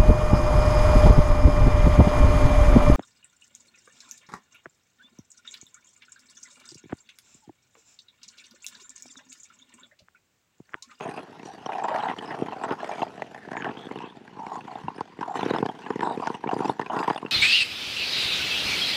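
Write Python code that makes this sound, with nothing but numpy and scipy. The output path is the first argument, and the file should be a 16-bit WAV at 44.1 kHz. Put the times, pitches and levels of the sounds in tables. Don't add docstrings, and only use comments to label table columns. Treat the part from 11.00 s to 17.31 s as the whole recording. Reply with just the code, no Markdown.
import sys
import numpy as np
from scipy import signal
from scipy.fft import rfft, irfft, next_fast_len
from scipy.io import wavfile
from scipy.ndimage import uniform_filter1d, map_coordinates

SR = 44100
rng = np.random.default_rng(int(sys.argv[2]) if len(sys.argv) > 2 else 0)


def transcribe(signal):
    frames = np.atleast_2d(signal).T
    limited = np.clip(frames, -1, 1)
    pcm = np.round(limited * 32767).astype(np.int16)
    wavfile.write(sys.argv[1], SR, pcm)


N = 278271
TIME = np.arange(N) / SR


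def amp(db):
    return 10 ** (np.asarray(db) / 20)


def unit(x):
    return x / np.sqrt(np.mean(x ** 2) + 1e-20)


def steady(x, span):
    size = int(span * SR) + 1
    slow_power = uniform_filter1d(uniform_filter1d(x * x, size), size)
    return x / np.sqrt(np.abs(slow_power) + 1e-12)


def response(spectrum, size=2048):
    hz, db = np.transpose(spectrum)
    bins_hz = np.fft.rfftfreq(size, 1 / SR)
    gain = amp(np.interp(np.log(bins_hz + 1), np.log(hz), db))
    cepstrum = irfft(np.log(gain))
    cepstrum[1:size // 2] *= 2
    cepstrum[size // 2 + 1:] = 0
    return irfft(np.exp(rfft(cepstrum)))


def through(x, impulse):
    return signal.fftconvolve(x, impulse)[:len(x)]


def resonate(x, hz, width_hz):
    t = TIME[:SR // 40]
    carrier = np.exp(2j * np.pi * np.cumsum(hz * np.ones(len(x))) / SR)
    ringing = through(x / carrier, t * np.exp(-np.pi * width_hz * t))
    return np.real(carrier * ringing)


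def add(track, s, sound):
    start = int(np.clip(s * SR, 0, N - 1))
    track[start:start + len(sound)] += sound[:N - start]


def wobble(per_s):
    return map_coordinates(rng.standard_normal(size=2048), [TIME * per_s], mode="mirror")


def slips(rate, scatter, spread_db, count=2500):
    gap, size = rng.standard_normal((2, count))
    at = (np.cumsum(np.exp(scatter * gap)) / rate * SR).astype(int)
    gains = amp(spread_db * np.clip(size, -2, 2))
    inside = at < N
    return np.bincount(at[inside], gains[inside], N)


def fragments(per_s, spread_db):
    snaps = (rng.random(N) < per_s / SR) * rng.choice([-1, 1], N)
    return unit(snaps * amp(spread_db * np.clip(rng.standard_normal(N), -2, 2)))


def shedding(pulses, life, rub):
    return unit(through(pulses, np.exp(-TIME[:SR // 20] / life))) + rub


def crumble(pulses, life, rub, grains_per_s):
    return fragments(grains_per_s, spread_db=3.0) * shedding(pulses, life, rub)


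def pings(pulses, life, rub, low_hz, high_hz, decay, count):
    strength = shedding(pulses, life, rub)
    when, pitch, size, phase = rng.random((count, 4)).T[:, :, None]
    at, t = (when * N).astype(int), TIME[:SR // 220]
    hz = low_hz + (high_hz - low_hz) * pitch
    tones = np.exp(-t / decay) * np.sin(2 * np.pi * (hz * t + phase))
    grains = strength[at] * amp(8.8 * size) * tones
    return unit(np.bincount((at + np.arange(len(t))).ravel(), grains.ravel(), N)[:N])


def shifting(x, patchy_db):
    z = signal.stft(x, nperseg=512)[2]
    field = rng.standard_normal(z.shape)
    for _ in range(2):
        field = uniform_filter1d(uniform_filter1d(field, size=4, axis=0), size=8, axis=1)
    return signal.istft(z * amp(patchy_db * unit(field)), nperseg=512)[1][:N]


ICE_TRAVEL_S, ICE_HZ = .003, 338


def disperse(x):
    size = next_fast_len(N + SR // 2)
    hz = np.fft.rfftfreq(size, 1 / SR)
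    cycles = ICE_TRAVEL_S * (2 * np.sqrt(ICE_HZ * hz) - hz - ICE_HZ)
    return irfft(rfft(x, size) * np.exp(-2j * np.pi * cycles), size)[:N]


# (start t/s, end t/s, swell from start to end level/dB, ring f/Hz,
# thud level/dB, ring level/dB, crunch level/dB, spray level/dB)
STROKES = [(0, 0.207, -1.5, 718, -44, -42, -51, -59.5), (0.446, 0.536, -2, 780, -61, -62, -72, -58),
           (0.711, 0.857, 2, 747, -54, -44, -55, -63.5), (0.885, 0.977, 0.5, 825, -50, -29, -43.5, -60.5),
           (0.974, 1.121, -2.5, 880, -47, -33.5, -42, -59),
           (1.216, 1.502, -1.5, 710, -44.5, -41.5, -49, -84),
           (1.557, 1.724, 12.5, 857, -43.5, -35.5, -50.5, -64),
           (1.788, 2.032, 4, 658, -57, -40.5, -47.5, -57.5), (2.577, 2.701, 7, 755, -39, -39.5, -51.5, -80),
           (2.74, 3.075, -1, 850, -48.5, -53.5, -57, -70), (3.368, 3.579, 11.5, 790, -50, -42, -64, -65),
           (3.68, 3.786, 7, 860, -54, -50.5, -58, -80), (4.226, 4.347, 0, 870, -51, -41, -72, -68),
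           (4.36, 4.589, -3, 770, -37.5, -39.5, -42.5, -53), (4.833, 4.929, 14, 900, -49, -51, -56, -78),
           (5.025, 5.143, -5.5, 870, -37.5, -33.5, -47.5, -57),
           (5.197, 5.343, 0.5, 880, -47, -44, -51, -57.5), (5.52, 5.708, 9, 846, -40, -41, -50, -56),
           (5.922, 6.006, 2, 855, -35, -29, -51.5, -54.5), (6.035, 6.127, 1, 854, -44, -37, -42, -55.5)]
# (t/s, level/dB on top of the coasting levels)
COAST = [(0, 5), (1.2, 12), (2.1, 9), (2.4, 6.5), (2.9, 8), (3.25, 1.5), (3.8, 9), (4.1, 2.5), (4.75, 9.5),
         (5.4, 5.5), (6.2, 7.5), (6.3, 8)]
# (thud level/dB, ring level/dB, crunch level/dB, spray level/dB)
COAST_LEVELS = (-58, -57.5, -64, -74)
STROKE_ATTACK_S, STROKE_RELEASE_S = 0.013, 0.038


def pressure():
    coast_db = np.interp(TIME, *np.transpose(COAST))
    power = amp(np.array(COAST_LEVELS)[:, None] + coast_db) ** 2
    for start, end, swell_db, _, *levels in STROKES:
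        corners = [start - STROKE_ATTACK_S, start, end, end + STROKE_RELEASE_S]
        gate = np.interp(TIME, corners, [0, 1, 1, 0])
        on = gate > 0
        swell = amp(swell_db * np.interp(TIME[on], [start, end], [-.5, .5]))
        power[:, on] += (amp(levels)[:, None] * gate[on] * swell) ** 2
    return 10 * np.log10(power)


RING_WANDER_HZ, WANDER_PER_S = 40, 12


def ring_pitch():
    start, end, _, hz, *_ = np.transpose(STROKES)
    return np.interp(TIME, (start + end) / 2, hz) + RING_WANDER_HZ * wobble(WANDER_PER_S)


# (f/Hz, level/dB per Hz)
THUD_COLOUR = [(25, -52.5), (50, -55.5), (80, -18.5), (130, -5), (240, 2.5), (330, 2.5), (450, 4.5),
               (560, -7), (750, -42), (1500, -24.5), (4000, -71.5)]
KNOCKS_PER_S, KNOCK_SOFT_S = 36, 0.00076
THUD_GRIT = 2.6


def glide_thud(pulses, rub):
    knocks = slips(rate=KNOCKS_PER_S, scatter=.35, spread_db=7)
    knocks = through(knocks, np.exp(-TIME[:SR // 100] / KNOCK_SOFT_S))
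    grit = crumble(pulses, life=0.0065, rub=.5 * rub, grains_per_s=4000)
    body = response(THUD_COLOUR)
    return disperse(unit(through(knocks, body)) + THUD_GRIT * rub * unit(through(grit, body)))


# (f/Hz, level/dB per Hz)
RING_COLOUR = [(100, -27), (420, 4), (540, -5), (640, 3), (880, 5), (1060, 7.5), (1230, 2), (1450, 2.5),
               (2000, -20.5), (5000, -37), (15000, -95)]
RING_LIFE_S = 0.0077
RING_BROADENS = 0.62


def glide_ring(pulses, rub, hopping_hz):
    chatter = crumble(pulses, life=RING_LIFE_S, rub=1.14 * rub, grains_per_s=3000)
    hollow = resonate(shifting(chatter, patchy_db=4.5), hopping_hz, width_hz=290)
    roar = crumble(pulses, life=RING_LIFE_S, rub=2 * rub, grains_per_s=3000)
    body = response(RING_COLOUR)
    return unit(through(hollow, body)) + RING_BROADENS * rub * unit(through(roar, body))


# (f/Hz, level/dB per Hz)
CRUNCH_COLOUR = [(300, -52), (900, 0), (1350, 8.5), (1850, 8.5), (2200, 2), (2900, 3), (3700, -7),
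                 (4500, -24), (5300, -26), (8000, -57)]


def glide_crunch(pulses, rub):
    chips = pings(pulses, life=0.0071, rub=.6 * rub + 0.17, low_hz=900, high_hz=4600, decay=.0007, count=14000)
    return through(shifting(chips, patchy_db=3.5), response(CRUNCH_COLOUR))


# (f/Hz, level/dB per Hz)
SPRAY_COLOUR = [(1500, -29), (4000, 3.5), (5000, 1), (6200, -3.5), (7600, -5), (9300, -10.5),
                (10500, -14.5), (12000, -18.5), (15500, -51)]


def glide_spray(pulses, rub):
    flakes = pings(pulses, life=0.0075, rub=.5 * rub + 0.17, low_hz=2800, high_hz=15000, decay=.0006, count=24000)
    return through(shifting(flakes, patchy_db=5), response(SPRAY_COLOUR))


FULL_RUB_DB, RUB_GROWTH = -22, 0.45
RING_HOP_HZ = 74


def glide(pulses, levels, ring_hz):
    thud_db, ring_db, crunch_db, spray_db = levels
    rub = np.minimum(amp(RUB_GROWTH * (ring_db - FULL_RUB_DB)), 1.2)
    hop_hz = RING_HOP_HZ * rng.standard_normal(N)[np.cumsum(pulses > .5)]
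    thud = amp(thud_db) * steady(glide_thud(pulses, rub), 0.036)
    ring = amp(ring_db) * steady(glide_ring(pulses, rub, ring_hz + hop_hz), 0.034)
    crunch = amp(crunch_db) * steady(glide_crunch(pulses, rub), 0.031)
    spray = amp(spray_db) * steady(glide_spray(pulses, rub), 0.055)
    return thud + ring + crunch + spray


# (start t/s, end t/s, first f/Hz, last f/Hz, level/dB); none is shorter than 0.01 s
SINGS = [(0, 0.19, 8800, 8800, -66), (0, 0.23, 2490, 2580, -53), (.1, 0.253, 11200, 10600, -70),
         (0.42, 0.53, 5840, 5750, -61), (0.658, 0.664, 5850, 5630, -45), (0.835, 0.856, 7640, 7200, -49.5),
         (.89, 0.977, 623, 660, -30.5), (1.25, 1.317, 5200, 5070, -55), (1.628, 1.656, 7960, 7560, -53.5),
         (2.344, 2.52, 1830, 1650, -51), (2.504, 2.716, 1770, 1700, -40.5), (2.556, 2.62, 6940, 6560, -58),
         (2.768, 2.879, 3330, 3400, -52.5), (2.982, 3.133, 2700, 3620, -55.5),
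         (3.517, 3.577, 6800, 7000, -60), (3.836, 3.88, 177, 175, -38.5), (3.948, 4.01, 9200, 8800, -68),
         (4.293, 4.372, 7260, 7440, -63.5), (4.372, 4.464, 3300, 3650, -56), (4.39, 4.583, 2580, 2800, -70),
         (5.02, 5.16, 3700, 3770, -52.5), (5.024, 5.156, 7960, 8300, -62), (5.92, 6.05, 2700, 2550, -62),
         (5.953, 6.173, 4900, 4820, -54), (6.163, 6.2, 9250, 8750, -58)]


def singing(pulses):
    track = np.zeros(N)
    friction = crumble(pulses, life=0.0025, rub=0.18, grains_per_s=6700)
    for start, end, first_hz, last_hz, db in SINGS:
        scrape = friction[int(max(start, 0) * SR):][:int(max(end - start, .01) * SR)]
        width_hz = min(60 + .15 * first_hz, 400)
        tone = resonate(scrape, np.linspace(first_hz, last_hz, len(scrape)), width_hz)
        add(track, start, amp(db) * steady(tone, 0.033) * signal.windows.tukey(len(tone), .3))
    return track


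# (f/Hz, level/dB per Hz)
POWDER_COLOUR = [(1500, 2), (4000, -4), (6000, -4.5), (8000, -14), (10000, -22), (15000, -24)]
POWDER_DB, POWDER_FOLLOWS = -72, 0.9


def powder():
    hiss = unit(through(rng.standard_normal(N), response(POWDER_COLOUR)))
    return hiss * amp(POWDER_DB + POWDER_FOLLOWS * np.interp(TIME, *np.transpose(COAST)))


def open_air():
    colour = [(25, -4.5), (200, 20.5), (900, -2.5), (3000, 0.5), (9000, -29.5), (15000, -65)]  # f/Hz, level/dB
    return amp(-57) * unit(through(rng.standard_normal(N), response(colour)))


# (t/s, contact length/s, at least 0.001, chip f/Hz, thud level/dB, ring level/dB, crunch level/dB)
CATCHES = [(.008, 0.0026, 2610, -39.5, -37, -43), (.025, 0.01, 2600, -50, -38, -44.5),
           (.052, 0.018, 1820, -33.5, -29.5, -45), (.087, 0.0061, 1820, -32.5, -44, -43),
           (.175, 0.0099, 2640, -38.5, -33, -40), (.294, 0.0041, 1800, -45.5, -63, -62),
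           (.395, 0.0032, 2600, -41, -67, -50), (.43, .003, 2320, -42, -57, -52),
           (.457, 0.0023, 5800, -38.5, -57, -49), (.661, 0.0041, 3100, -37, -30.5, -40.5),
           (.689, 0.012, 1350, -65, -26, -41), (.719, 0.0031, 1800, -58, -32, -39.5),
           (.731, 0.0049, 2440, -66, -33, -39), (.75, 0.0092, 2540, -57, -28.5, -45),
           (.782, 0.013, 1770, -67, -29, -39.5), (.841, 0.012, 1350, -39, -21.5, -34.5),
           (.797, 0.0026, 2320, -54, -34, -45), (.822, 0.018, 2600, -43, -27, -55),
           (.883, 0.0061, 1900, -49, -39, -37.5), (.9, .003, 1500, -48, -36, -53),
           (.919, 0.0033, 1900, -44, -36, -46), (.942, 0.0033, 1450, -45, -39, -35),
           (.96, 0.003, 1940, -48, -33, -35.5), (.985, .003, 1360, -46, -35, -40),
           (1.001, 0.0045, 3120, -53, -33, -41), (1.034, 0.0038, 3900, -51, -25, -43),
           (1.054, 0.0026, 1400, -42, -32, -46), (1.112, 0.0023, 1870, -42, -30, -42),
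           (1.085, 0.0021, 2000, -35, -32, -34.5), (1.094, 0.0091, 2000, -34.5, -34, -36.5),
           (1.185, 0.0053, 3130, -36, -45, -36.5), (1.307, 0.012, 1860, -35, -31, -35.5),
           (1.34, 0.0057, 1790, -42, -33.5, -44), (1.376, 0.0033, 1490, -48, -40, -61),
           (1.397, 0.0054, 3030, -33.5, -51, -66), (1.448, 0.0035, 1310, -40, -49, -57),
           (1.421, 0.0015, 1810, -21, -35.5, -59), (1.483, 0.0025, 3170, -35, -35, -48),
           (1.522, 0.013, 2650, -42, -29.5, -44), (1.636, 0.01, 1410, -35, -25, -32.5),
           (1.707, 0.014, 1470, -24, -33.5, -33), (1.803, 0.0028, 1640, -46, -41, -41.5),
           (1.83, 0.0051, 1680, -60, -29.5, -62), (1.844, 0.00076, 2240, -62, -33, -43),
           (1.89, 0.0078, 6610, -60, -31, -49), (1.912, 0.019, 2400, -55, -28, -38.5),
           (1.981, 0.0046, 2310, -40, -34, -43), (2.004, 0.0026, 3100, -36, -47, -54),
           (2.018, 0.0041, 2690, -26.5, -24.5, -35), (2.028, 0.0042, 4050, -58, -23, -47),
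           (2.066, 0.0048, 1870, -48, -38, -51), (2.078, 0.003, 3170, -43, -52, -56),
           (2.177, 0.0047, 1890, -42, -42, -48.5), (2.195, 0.0044, 1810, -58, -40, -58),
           (2.22, 0.0031, 2030, -40, -28.5, -34.5), (2.345, 0.0048, 1780, -54, -40.5, -42.5),
           (2.361, .004, 1820, -55, -44, -53), (2.473, 0.0082, 1740, -37.5, -50, -57),
           (2.485, 0.004, 1740, -55, -41, -46), (2.515, 0.0045, 1670, -34, -35, -39),
           (2.531, 0.0033, 1770, -47, -34.5, -42.5), (2.55, .003, 1680, -41, -32.5, -51),
           (2.567, 0.0027, 2110, -38, -34, -33.5), (2.622, 0.0028, 1590, -40, -51, -34),
           (2.644, 0.0049, 1600, -37, -35.5, -33), (2.663, 0.007, 1720, -42, -28.5, -45),
           (2.693, 0.0031, 1780, -32, -42, -47), (2.77, 0.0045, 3250, -37.5, -45, -45),
           (2.835, 0.0037, 1750, -52, -55, -61), (2.867, 0.0059, 3420, -35, -67, -47.5),
           (2.911, 0.0037, 2200, -31.5, -36.5, -43.5), (2.957, 0.0035, 2940, -33.5, -37.5, -45.5),
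           (2.974, 0.0014, 3660, -38, -47, -52), (2.987, 0.0027, 2700, -38, -59, -44),
           (3.003, 0.015, 2670, -54, -35, -47), (3.033, 0.025, 2650, -34.5, -36, -44),
           (3.169, 0.0024, 3470, -41, -49.5, -59), (3.213, .002, 1800, -43.5, -62, -70),
           (3.277, 0.0034, 1520, -47, -51, -47.5), (3.326, .003, 1800, -46, -52, -65),
           (3.367, 0.012, 1490, -42, -43, -58), (3.392, 0.0043, 3790, -43, -37, -64),
           (3.465, 0.0021, 2200, -38, -39, -45), (3.515, 0.0089, 1420, -69, -30.5, -57),
           (3.555, 0.0017, 1310, -60, -33, -48), (3.608, 0.0059, 2650, -49, -45, -47),
           (3.65, 0.003, 3380, -40.5, -56, -59), (3.678, 0.006, 1500, -55, -38.5, -52),
           (3.713, 0.0049, 4250, -66, -41, -54.5), (3.754, 0.0033, 3570, -47, -31.5, -51),
           (3.775, 0.0054, 1630, -50, -44, -55), (3.881, 0.0042, 2790, -36, -26, -43),
           (3.901, .003, 1310, -54, -39.5, -62), (3.96, 0.0042, 5100, -44, -48, -55),
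           (3.98, 0.012, 1630, -36.5, -41, -43), (4.007, 0.0045, 1370, -32, -26.5, -42.5),
           (4.188, 0.0049, 1860, -34, -46, -49.5), (4.209, 0.0074, 1620, -32.5, -30.5, -41),
           (4.228, 0.0066, 1480, -46, -32, -38.5), (4.279, 0.01, 1720, -40, -47, -51),
           (4.34, 0.0095, 1960, -49, -32, -51), (4.354, 0.0058, 1430, -36, -26, -40),
           (4.391, 0.0089, 4070, -52, -29, -43), (4.408, 0.0019, 2720, -43, -38, -38),
           (4.429, 0.0027, 3450, -26.5, -26, -37.5), (4.461, 0.00091, 1550, -22, -38, -41),
           (4.484, 0.0039, 1500, -32, -47, -60), (4.498, 0.0035, 4070, -39, -35, -43),
           (4.505, 0.00092, 1470, -31.5, -39, -32.5), (4.508, 0.0038, 3870, -20.5, -30, -37.5),
           (4.536, 0.0036, 1450, -24.5, -30, -32.5), (4.546, 0.0134, 1550, -31, -27, -35),
           (4.561, 0.0025, 5200, -33, -26, -45), (4.584, 0.0018, 3460, -31, -30, -38.5),
           (4.602, 0.0057, 2690, -28, -50, -51), (4.626, 0.0042, 1480, -19, -25.5, -39),
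           (4.653, 0.003, 3070, -32, -31, -47), (4.66, 0.0035, 1570, -28.5, -30, -37.5),
           (4.688, 0.0084, 3230, -33, -28.5, -42), (4.741, .003, 1830, -44, -52, -58),
           (4.818, 0.018, 2780, -57, -45, -45.5), (4.862, 0.0086, 1710, -38.5, -35, -40),
           (4.903, 0.0044, 1700, -24, -28.5, -38), (4.957, 0.0038, 1850, -26.5, -39, -44),
           (4.992, 0.004, 1760, -30, -36, -41.5), (5.007, 0.0022, 1790, -33, -35, -33.5),
           (5.029, 0.0061, 1630, -31, -23, -37.5), (5.071, 0.0012, 1380, -30.5, -25, -48),
           (5.108, 0.0037, 3920, -30, -25.5, -55), (5.173, 0.0059, 2460, -26.5, -44, -46),
           (5.197, 0.0048, 2600, -32, -33.5, -48), (5.22, 0.013, 4760, -59, -26.5, -52),
           (5.259, 0.0054, 1400, -48, -32, -44), (5.271, 0.004, 1430, -33.5, -23, -30),
           (5.3, 0.0066, 1460, -27.5, -29.5, -46), (5.342, 0.0093, 2880, -35.5, -32, -41),
           (5.438, 0.0047, 1570, -34, -27.5, -40), (5.458, 0.012, 1700, -28, -39, -53),
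           (5.473, 0.0064, 2280, -27.5, -33, -38.5), (5.49, 0.0045, 2750, -41, -24.5, -39),
           (5.512, 0.011, 1500, -41, -25, -37.5), (5.53, 0.006, 1470, -22.5, -25.5, -51),
           (5.54, .003, 4770, -43, -34, -48), (5.564, 0.0012, 2200, -26.5, -33, -64),
           (5.59, 0.0029, 1400, -30, -45, -39), (5.619, 0.0093, 4870, -44, -28, -60),
           (5.603, 0.0088, 1420, -23, -29, -42), (5.645, 0.009, 4900, -33, -25, -45),
           (5.653, 0.0043, 2620, -26, -33, -40.5), (5.694, 0.002, 3570, -23, -20.5, -40.5),
           (5.794, 0.0058, 1800, -27, -24.5, -36.5), (5.813, 0.0071, 1780, -34, -37, -34.5),
           (5.828, 0.0041, 1850, -39, -40, -52), (5.861, 0.0049, 2520, -40, -39, -39),
           (5.898, 0.0095, 3000, -42, -25.5, -43), (5.964, 0.0035, 1880, -28.5, -26.5, -38),
           (5.989, 0.0064, 2730, -47, -39, -36), (6.028, 0.0033, 1710, -47, -28.5, -35),
           (6.043, 0.0016, 1530, -40, -31, -40.5), (6.078, 0.0066, 1900, -27.5, -20, -38),
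           (6.1, 0.0031, 1560, -29.5, -24, -31.5), (6.107, 0.00089, 1610, -25, -23, -42),
           (6.159, 0.0033, 3500, -48, -28.5, -40), (6.177, 0.0038, 2820, -49, -34.5, -37.5),
           (6.227, 0.0026, 1450, -32.5, -34.5, -55), (6.249, 0.00071, 2740, -29, -43, -53),
           (6.262, 0.0029, 2740, -48, -46, -38)]
SPRAY_DB, SPRAY_SCATTER_DB = -13, 5.5
SPRAY_FOLLOWS = 0.66
CRACK_TOP_HZ = 8650


def catches(levels, ring_hz):
    knocks, thuds, t = np.zeros(N), np.zeros(N), TIME[:SR // 20]
    snow_db = SPRAY_FOLLOWS * (levels[3] - levels[2])
    to_ten_ms = np.sqrt(SR // 100 / len(t))
    colours = THUD_COLOUR, RING_COLOUR, CRUNCH_COLOUR, SPRAY_COLOUR
    thud_body, ring_body, crunch_body, spray_body = map(response, colours)
    for s, length, chip_hz, thud_db, ring_db, crunch_db in CATCHES:
        grit = rng.standard_normal((4, len(t)))
        glint_hz = rng.uniform(3600, 6600)
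        spray_db = crunch_db + SPRAY_DB + np.interp(s, TIME, snow_db)
        spray_db += SPRAY_SCATTER_DB * rng.standard_normal()
        length = max(length, .001)
        contact = (1 - np.exp(-t / 0.00017)) / (1 + (t / (1.47 * length)) ** 4)
        crack = contact * (1 + 2.5 * np.exp(-t / .0012))

        softness = min(0.00039 * amp(-.5 * (thud_db + 31.0)), .002)
        push = -np.exp(-((t - 0.267 * length - softness) / softness) ** 2)
        thud = through(unit(push) + 1.7 * unit(grit[0] * contact), thud_body)

        ring = resonate(grit[1] * crack, np.interp(s, TIME, ring_hz), width_hz=355)
        ring = through(ring, ring_body)
        chip = resonate(grit[3] * crack, chip_hz, width_hz=260)
        crunch = unit(through(grit[2] * crack, crunch_body)) + 1.22 * unit(chip)
        glint = resonate(grit[2] * contact, glint_hz, width_hz=800)
        spray = unit(through(grit[3] * crack, spray_body)) + .7 * unit(glint)

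        knock = amp(ring_db) * unit(ring) + amp(crunch_db) * unit(crunch) + amp(spray_db) * unit(spray)
        add(knocks, s, knock * to_ten_ms)
        add(thuds, s, amp(thud_db) * unit(thud) * to_ten_ms)
    dull = signal.butter(2, CRACK_TOP_HZ, fs=SR, output="sos")
    return signal.sosfilt(dull, knocks) + disperse(thuds)


# (start t/s, end t/s, first f/Hz, last f/Hz, level/dB); none is shorter than 0.01 s
GROANS = [(0.471, 0.524, 792, 788, -43.5), (.75, .835, 772, 785, -36), (1.065, 1.082, 740, 780, -29.5),
          (3.384, 3.462, 856, 922, -39.5), (3.678, 3.735, 749, 740, -43.5), (4.225, 4.241, 970, 1000, -29),
          (4.277, 4.288, 734, 730, -30.5), (4.292, 4.323, 857, 734, -31.5), (5.024, 5.146, 974, 922, -35.5),
          (5.218, 5.242, 815, 1000, -36)]
JUDDER_PER_S, JUDDER_DEPTH, JUDDER_SCATTER = 68.5, 0.82, 0.087
GROAN_WAVER_HZ = 16


def groaning():
    track = np.zeros(N)
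    waver_hz = GROAN_WAVER_HZ * wobble(per_s=90)
    judder = JUDDER_PER_S * np.exp(JUDDER_SCATTER * wobble(per_s=50))
    for start, end, first_hz, last_hz, db in GROANS:
        on = (TIME >= start) & (TIME < max(end, start + .01))
        hz = np.linspace(first_hz, last_hz, on.sum()) + waver_hz[on]
        pulsing = 1 - JUDDER_DEPTH * np.cos(2 * np.pi * np.cumsum(judder[on]) / SR)
        tone = np.sin(2 * np.pi * np.cumsum(hz) / SR)
        tone = tone * pulsing * signal.windows.tukey(len(hz), .3)
        add(track, start, amp(db) * unit(tone))
    return track


def scene():
    coarse = slips(rate=56, scatter=.33, spread_db=7.5)
    fine = slips(rate=170, scatter=.7, spread_db=5)
    pulses = coarse + amp(-7.5) * fine
    hush = open_air()
    levels, ring_hz = pressure(), ring_pitch()
    running = glide(pulses, levels, ring_hz) + singing(pulses)
    blades = running + groaning() + catches(levels, ring_hz) + powder()
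    return (blades + hush)[None]


TOP_HZ = 15700


def record(dry):
    low_cut = signal.butter(2, 70, "high", fs=SR, output="sos")
    thin = signal.sosfilt(low_cut, dry)
    size = next_fast_len(N + SR // 2)
    kept = np.fft.rfftfreq(size, 1 / SR) < TOP_HZ
    return irfft(rfft(thin, size) * kept, size)[..., :N]


dry = scene()
out = record(dry)
transcribe(out)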